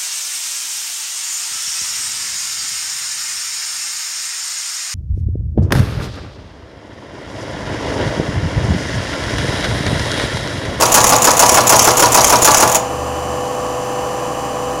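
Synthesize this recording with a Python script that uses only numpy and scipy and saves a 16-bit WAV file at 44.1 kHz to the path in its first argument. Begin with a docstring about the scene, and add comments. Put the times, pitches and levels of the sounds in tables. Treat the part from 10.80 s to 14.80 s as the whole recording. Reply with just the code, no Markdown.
"""Teleprinter printing, then idling

Each turn of the cam shaft clacks through selector, code bars, printing bail, pawl and linkage;
on five turns a type bar hits the paper. The steel parts ring in a small room, and the loudest
clacks overload a close microphone. After two seconds the clutch lets go, leaving the hum of
motor and gears over a low, wavering drone."""
import sys
import numpy as np
from scipy import signal
from scipy.fft import rfft, irfft
from scipy.io import wavfile

SR = 44100
rng = np.random.default_rng(int(sys.argv[2]) if len(sys.argv) > 2 else 0)


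def persist_wave(psi):
    """Save psi, clipped to +-1, as 16-bit WAV."""
    counts = np.round(np.clip(psi, -1, 1) * 32767).astype(np.int16)
    wavfile.write(sys.argv[1], SR, np.atleast_2d(counts).T)


N = 176400
TIME_S = np.arange(N) / SR


def amp(db):
    """Decibels to gain."""
    return 10 ** (np.asarray(db) / 20)


def unit(x):
    """Scales to rms 1."""
    return x / np.sqrt(np.mean(x ** 2) + 1e-20)


def curve_at(points, hz):
    """Reads a curve on a log-frequency axis."""
    freq_hz, value = np.transpose(points)
    return np.interp(np.log(hz + 1), np.log(freq_hz), value)


def coloured(x, tone):
    """Shapes a sound with an EQ curve, at rms 1."""
    gain = amp(curve_at(tone, np.fft.rfftfreq(len(x), 1 / SR)))
    return unit(irfft(rfft(x) * gain, len(x)))


def drift(rate_hz):
    """Random modulation, rolled off above rate_hz, at rms 1."""
    rolloff = 1 + (np.fft.rfftfreq(N, 1 / SR) / rate_hz) ** 4
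    return unit(irfft(rfft(rng.standard_normal(N)) / rolloff, N))


def decay(t, t60_s):
    """An envelope that falls 60 dB in t60_s."""
    return np.exp(-np.log(1000) * t / t60_s)


def excite(force, ring):
    """Drives a ringing body with a force."""
    return signal.oaconvolve(force, ring)[:N]


def contacts(strokes, hits, chatter, jitter_s=.0004, spread_db=1.1, settle_s=.0011, size=400):
    """Force on a part: each stroke is a run of clicks, each buzzing briefly before it settles."""
    force = np.zeros(N + size)
    settling = np.exp(-np.arange(size) / SR / settle_s)
    for start_s, stroke_db in strokes:
        for delay_s, hit_db in hits:
            late, strong = rng.standard_normal(2)
            buzz = rng.standard_normal(size) * settling
            blow = chatter * buzz / np.linalg.norm(buzz)
            blow[0] += 1  # the click itself
            gain = amp(stroke_db + hit_db + spread_db * strong) / np.hypot(1, chatter)
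            at = round((start_s + delay_s + jitter_s * late) * SR)
            if 0 <= at < N:
                force[at:at + size] += gain * blow
    return force[:N]


def steel(force, tone, t60_s, gain_db, size=2048, count=10):
    """Clatter: the force scatters over small steel parts, each a dense cluster of short modes."""
    part = rng.integers(0, count, N)
    envelope = decay(np.arange(size) / SR, t60_s)
    rings = [coloured(rng.standard_normal(size), tone) * envelope for _ in range(count)]
    return amp(gain_db) * sum(excite(force * (part == k), ring) for k, ring in enumerate(rings))


def modal(force, modes, gain_db):
    """A struck body with a few distinct modes, alternating in polarity."""
    t = np.arange(SR // 4) / SR
    ring = sum((-1) ** k * amp(db) * decay(t, t60_s) * np.sin(2 * np.pi * hz * t)
               for k, (hz, db, t60_s) in enumerate(modes))
    return amp(gain_db) * excite(force, ring)


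# Code bar cues: start_s, level_db
CODE_BAR_STROKES = [(-0.008, 5), (0.1423, 7.5), (0.2926, -1.2), (0.4429, 1.0), (0.5932, 5), (0.7435, 0.5),
                    (0.8938, 4), (1.0441, -0.5), (1.1944, 0.2), (1.3447, 5), (1.495, 0), (1.6453, 5.5),
                    (1.8008, -1), (1.9472, 0.3)]
# Contacts within a stroke: delay_s, level_db
CODE_BAR_HITS = [(0, 2), (.003, -5.5), (.0058, -1), (.0082, 1.5), (0.01, -20.5), (.017, -5.5), (.023, -36)]
# Colour of the rattle: freq_hz, level_db
CODE_BAR_TONE = [(300, -9), (1000, -1), (2000, -9.5), (2800, -7), (3800, -14), (5400, -4.5), (6900, 4),
                 (8300, -11), (10200, -3.5), (12000, -13), (16000, -10)]

def code_bars():
    """The code bars land with a bright rattle that sets levers and frame ringing."""
    force = contacts(CODE_BAR_STROKES, CODE_BAR_HITS, chatter=2.0)
    rattle = steel(force, CODE_BAR_TONE, t60_s=.036, gain_db=-6.5)
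    return rattle + levers(.8 * force) + frame(.35 * force)


# Lever modes: pitch_hz, level_db, t60_s
LEVER_MODES = [(5228, -14, .05), (5535, -10, .06), (5944, -12, .04), (6186, -11, .04), (6487, -9, .05),
               (6950, 0, .085)]

def levers(force):
    """Jolted levers add a thin, high ring."""
    return modal(force, LEVER_MODES, gain_db=-23.5)


# Frame modes: pitch_hz, level_db, t60_s
FRAME_MODES = [(288, -11, .09), (375, -12, .07), (480, -9, .07), (598, -4, .06), (655, -4, .07),
               (765, -3, .05), (852, -2.5, .08), (962, 0, .08), (1036, -3, .06), (1155, -2, .07),
               (1278, -7, .06), (1412, -7, .06), (1690, -10, .05)]

def frame(force):
    """The cast frame answers a blow with a midrange knock."""
    return modal(force, FRAME_MODES, gain_db=-11)


# Colour of the cam grind: freq_hz, level_db
CAM_TONE = [(25, -20), (110, -2), (160, -6.5), (280, -6), (400, -6.5), (620, 0.5), (850, 1), (1150, -3),
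            (1500, -13), (2600, -11.5), (3800, -17), (6800, -14.5), (9000, -19), (16000, -24)]

def cams(clutch_off_s=1.972, run_down_s=.013, level_db=-19, load_boost_db=3):
    """The cam shaft grinds unevenly, harder under load, for as long as the clutch holds."""
    engaged = np.exp(-np.maximum(TIME_S - clutch_off_s, 0) / run_down_s)
    grind = unit(coloured(rng.standard_normal(N), CAM_TONE) * amp(1.13 * drift(75)))
    return amp(level_db + load_boost_db * drive_load()) * engaged * grind


# Partials of the motor hum: shaft_multiple, level_db
HUM_PARTIALS = [(2, -59), (2.5, -35.5), (5.4, -42), (6.25, -42.5), (7.5, -39), (10, -26), (11.75, -38.5),
                (12, -36.5), (16, -32), (20, -34.5), (22, -44), (23, -58), (28, -48.5), (32, -63),
                (36, -52), (50, -55), (60, -44), (120, -48), (150, -56)]
# Colour of brushes and gears: freq_hz, level_db
WHIR_TONE = [(20, -12), (45, -12), (65, -6), (140, -2.5), (180, -1.5), (270, 1), (430, -2), (600, 2.5),
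             (780, 3), (900, -0.5), (1120, 5), (1400, -11.5), (1750, -9), (2100, -17.5), (2900, -11.5),
             (3700, -25), (4900, -18), (5400, -20.5), (6000, -15.5), (6600, -19.5), (7400, -13),
             (7800, -24.5), (9300, -21.5), (12500, -31.5), (13200, -28.5), (16000, -40)]

def motor(shaft_hz=49.84, wander=.0008, load_sag=.014, waver_db=1.27, gear_share=.38, whir_db=-23.5):
    """The shaft hums, sagging in pitch under load, over a whir of brushes and gears."""
    speed_hz = shaft_hz * (1 + wander * drift(4) - load_sag * drive_load())
    turns = np.cumsum(speed_hz) / SR
    hum = np.zeros(N)
    for multiple, db in HUM_PARTIALS:
        gain = np.sqrt(2) * amp(db + waver_db * (drift(4) - .64))
        hum += gain * np.sin(2 * np.pi * (multiple * turns + rng.random()))
    teeth = rng.standard_normal(round(2 * SR / shaft_hz))
    gears = teeth[(turns / 2 % 1 * len(teeth)).astype(int)]  # loops every second turn
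    brushes = rng.standard_normal(N)
    rub = np.sqrt(gear_share) * gears + np.sqrt(1 - gear_share) * brushes
    flutter = amp(.62 * drift(170))
    return hum + amp(whir_db) * coloured(rub * flutter, WHIR_TONE)


# Printing bail cues: start_s, level_db
BAIL_STROKES = [(0.021, -1), (0.1713, 0.15), (0.322, -0.14), (0.4719, -0.2), (0.6225, 0.2), (0.7722, -0.33),
                (0.923, 1.6), (1.0732, 0.081), (1.2234, -0.066), (1.3735, -0.92), (1.524, -0.6),
                (1.6739, 0.32), (1.8246, -0.52)]
# Contacts within a stroke: delay_s, level_db
BAIL_HITS = [(.0005, 2), (.004, -6.5), (.0085, -3), (.012, -3)]
# Colour of the clack: freq_hz, level_db
BAIL_TONE = [(60, -24), (300, 7), (650, 11), (1300, 6), (2000, 1.5), (2800, -0.5), (3800, -5), (5000, 3.5),
             (6600, 6), (8300, -5.5), (10200, 0), (12000, -6), (16000, -14)]
# Blows to the frame within a stroke: delay_s, level_db
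BAIL_THUMPS = [(.0005, -1), (.004, 3.5), (.0095, 1), (.014, 3), (.019, -8), (.027, -7)]
# Low modes of the base: pitch_hz, level_db, t60_s
BASE_MODES = [(66, -16, 0.14), (117, 3, 0.14), (194, -7, .1), (240, -10, 0.14)]

def bail():
    """The printing bail clacks, thumps the frame and rocks the base twice a stroke."""
    force = contacts(BAIL_STROKES, BAIL_HITS, chatter=1.2)
    clack = steel(force, BAIL_TONE, t60_s=.037, gain_db=-4.5)
    thumps = contacts(BAIL_STROKES, BAIL_THUMPS, chatter=.28, jitter_s=.00029, spread_db=.7)
    rocking = contacts(BAIL_STROKES, hits=[(.01218, 0), (.03755, 1)], chatter=.043, spread_db=1.3)
    return clack + frame(thumps) + modal(rocking, BASE_MODES, gain_db=-22.5)


def drive_load(half_width_s=.04):
    """Load on the drive, 0-1, swelling around each stroke of the bail."""
    return sum(np.exp(-((TIME_S - start_s) / half_width_s) ** 2) for start_s, _ in BAIL_STROKES)


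# Pawl cues: start_s, level_db
PAWL_STROKES = [(0.042, -0.6), (0.1923, 0.71), (0.3426, 0.2), (0.4929, 0.1), (0.6432, -0.45),
                (0.7935, -0.37), (0.9438, 0.11), (1.0941, -0.1), (1.2444, 0.6), (1.3947, 0.22),
                (1.545, -0.0), (1.6953, -0.21)]
# Contacts within a stroke: delay_s, level_db
PAWL_HITS = [(.001, -5), (.013, -1.5), (.0155, -8)]
# Colour of the tick: freq_hz, level_db
PAWL_TONE = [(300, -24), (1000, -30), (2400, -33), (3300, -3), (4000, -1), (5000, 2), (5800, 0.5),
             (6500, -9), (7800, -8), (10000, -9), (16000, -24)]
# Modes of the ping: pitch_hz, level_db, t60_s
PAWL_MODES = [(5820, -1.5, 0.018), (6540, -2.5, .02)]

def pawl():
    """The pawl catches with a thin tick and a short ping."""
    force = contacts(PAWL_STROKES, PAWL_HITS, chatter=.99)
    return steel(force, PAWL_TONE, t60_s=.025, gain_db=-9) + modal(force, PAWL_MODES, gain_db=-7)


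# Linkage cues: start_s, level_db
LINKAGE_STROKES = [(0.0625, 1.5), (0.2128, 5), (0.3631, 3), (0.5134, 3), (0.6637, 6), (0.814, -1.3),
                   (0.9643, 8.5), (1.1146, 0.4), (1.2649, 0.5), (1.4152, 5.5), (1.5655, -1), (1.7158, 6.5),
                   (1.876, 3.5)]
# Contacts within a stroke: delay_s, level_db
LINKAGE_HITS = [(0, -1), (.004, -15), (.014, -12), (.021, -7)]
# Colour of the clink: freq_hz, level_db
LINKAGE_TONE = [(60, -22), (300, 0), (1000, -7), (2000, 0), (3800, -9), (5200, -5), (6700, 12.5),
                (8300, -6), (10000, 2.5), (12000, -7), (16000, -10)]

def linkage():
    """The linkage gives a sharp clink, trailed by softer contacts."""
    force = contacts(LINKAGE_STROKES, LINKAGE_HITS, chatter=1.0)
    return steel(force, LINKAGE_TONE, t60_s=.032, gain_db=-9.5)


# Selector cues: start_s, level_db
SELECTOR_STROKES = [(0.1133, -1), (0.2636, -1.5), (0.4139, -2), (0.5642, -4.5), (0.7145, -2), (0.8648, 0.3),
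                    (1.0151, -3.5), (1.1654, -2.5), (1.3157, -3), (1.466, -4.5), (1.6163, -0.5),
                    (1.7666, -1.7), (1.911, -7)]
# Contacts within a stroke: delay_s, level_db
SELECTOR_HITS = [(0, -10.5), (.0045, 4.5), (.008, 5), (.014, 6), (.0185, -38), (0.026, -9)]
# Colour of the clicks: freq_hz, level_db
SELECTOR_TONE = [(300, -5), (1000, -10.5), (2000, -20.5), (2800, -13), (3800, -19), (5500, -14),
                 (6900, 3.5), (8300, -14), (10500, -7.5), (12000, -13.5), (16000, -17)]

def selector():
    """The selector trips in a crisp run of clicks that rings the levers and taps the frame."""
    force = contacts(SELECTOR_STROKES, SELECTOR_HITS, chatter=1.2, jitter_s=.0008, spread_db=0)
    clicks = steel(force, SELECTOR_TONE, t60_s=.03, gain_db=-10)
    return clicks + levers(force) + frame(.13 * force)


# Type bar cues: start_s, level_db
TYPE_BAR_STROKES = [(.2418, 0.066), (.6925, 0.27), (.9930, -0.95), (1.4440, 1), (1.7445, -1)]
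# Contacts within a stroke: delay_s, level_db
TYPE_BAR_HITS = [(0, 5), (.003, -5.5), (.0065, -25)]
# Colour of the smack: freq_hz, level_db
TYPE_BAR_TONE = [(300, -10), (1000, 7), (1800, -7.5), (2400, -5), (3200, -7), (3800, -25.5), (5300, 3),
                 (7000, 1.5), (8300, -6), (10200, -4), (12000, -14), (16000, -30)]

def type_bars():
    """A type bar hits the paper with a hard smack."""
    force = contacts(TYPE_BAR_STROKES, TYPE_BAR_HITS, chatter=1.6)
    return steel(force, TYPE_BAR_TONE, t60_s=.027, gain_db=2.5)


# Path of the drone: time_s, pitch_hz, level_db
DRONE_PATH = [(2.0, 76, -47), (2.12, 75.8, -31), (2.64, 78, -35), (2.71, 77.1, -59), (2.87, 69.8, -33),
              (3.08, 70, -64), (3.24, 69.0, -37), (3.32, 64.8, -46), (3.83, 67.0, -40), (3.94, 55.8, -37),
              (4.0, 56.1, -41)]

def drone():
    """A low tone, faint during the printing, then swelling and wavering under the hum."""
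    time_s, pitch_hz, level_db = np.transpose(DRONE_PATH)
    gain = np.sqrt(2) * amp(np.interp(TIME_S, time_s, level_db) - .5 + 1.5 * drift(15))
    cycles = np.cumsum(np.interp(TIME_S, time_s, pitch_hz)) / SR
    return gain * np.sin(2 * np.pi * cycles)


# Reverb time of the room: freq_hz, t60_s
ROOM_DECAY = [(100, 0.2), (1000, 0.58), (6000, 0.28), (16000, 0.16)]

def room(x, wet_db=-12.5, build_up_s=.02):
    """A small room whose mids outlast its bass and treble."""
    hz, t, noise = signal.stft(rng.standard_normal(SR // 2), SR, nperseg=256)
    _, tail = signal.istft(noise * decay(t, curve_at(ROOM_DECAY, hz)[:, None]), SR, nperseg=256)
    tail *= np.minimum(np.arange(len(tail)) / SR / build_up_s, 1)
    return amp(wet_db) * excite(x, tail / np.linalg.norm(tail))


def scene():
    """The printing mechanism in its room, over the dry motor and drone."""
    mechanism = code_bars() + cams() + bail() + pawl() + linkage() + selector() + type_bars()
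    return (mechanism + room(mechanism) + motor() + drone())[None]


def record(dry):
    """The loudest clacks overload the input; a steep low-pass trims the very top."""
    ceiling, knee, cutoff_hz = .74, 8.8, 15900
    clipped = dry / (1 + abs(dry / ceiling) ** knee) ** (1 / knee)
    lowpass = signal.firwin(511, cutoff_hz, window=("kaiser", 9), fs=SR)
    return signal.oaconvolve(clipped, lowpass[None], "same")


dry = scene()
out = record(dry)
persist_wave(out)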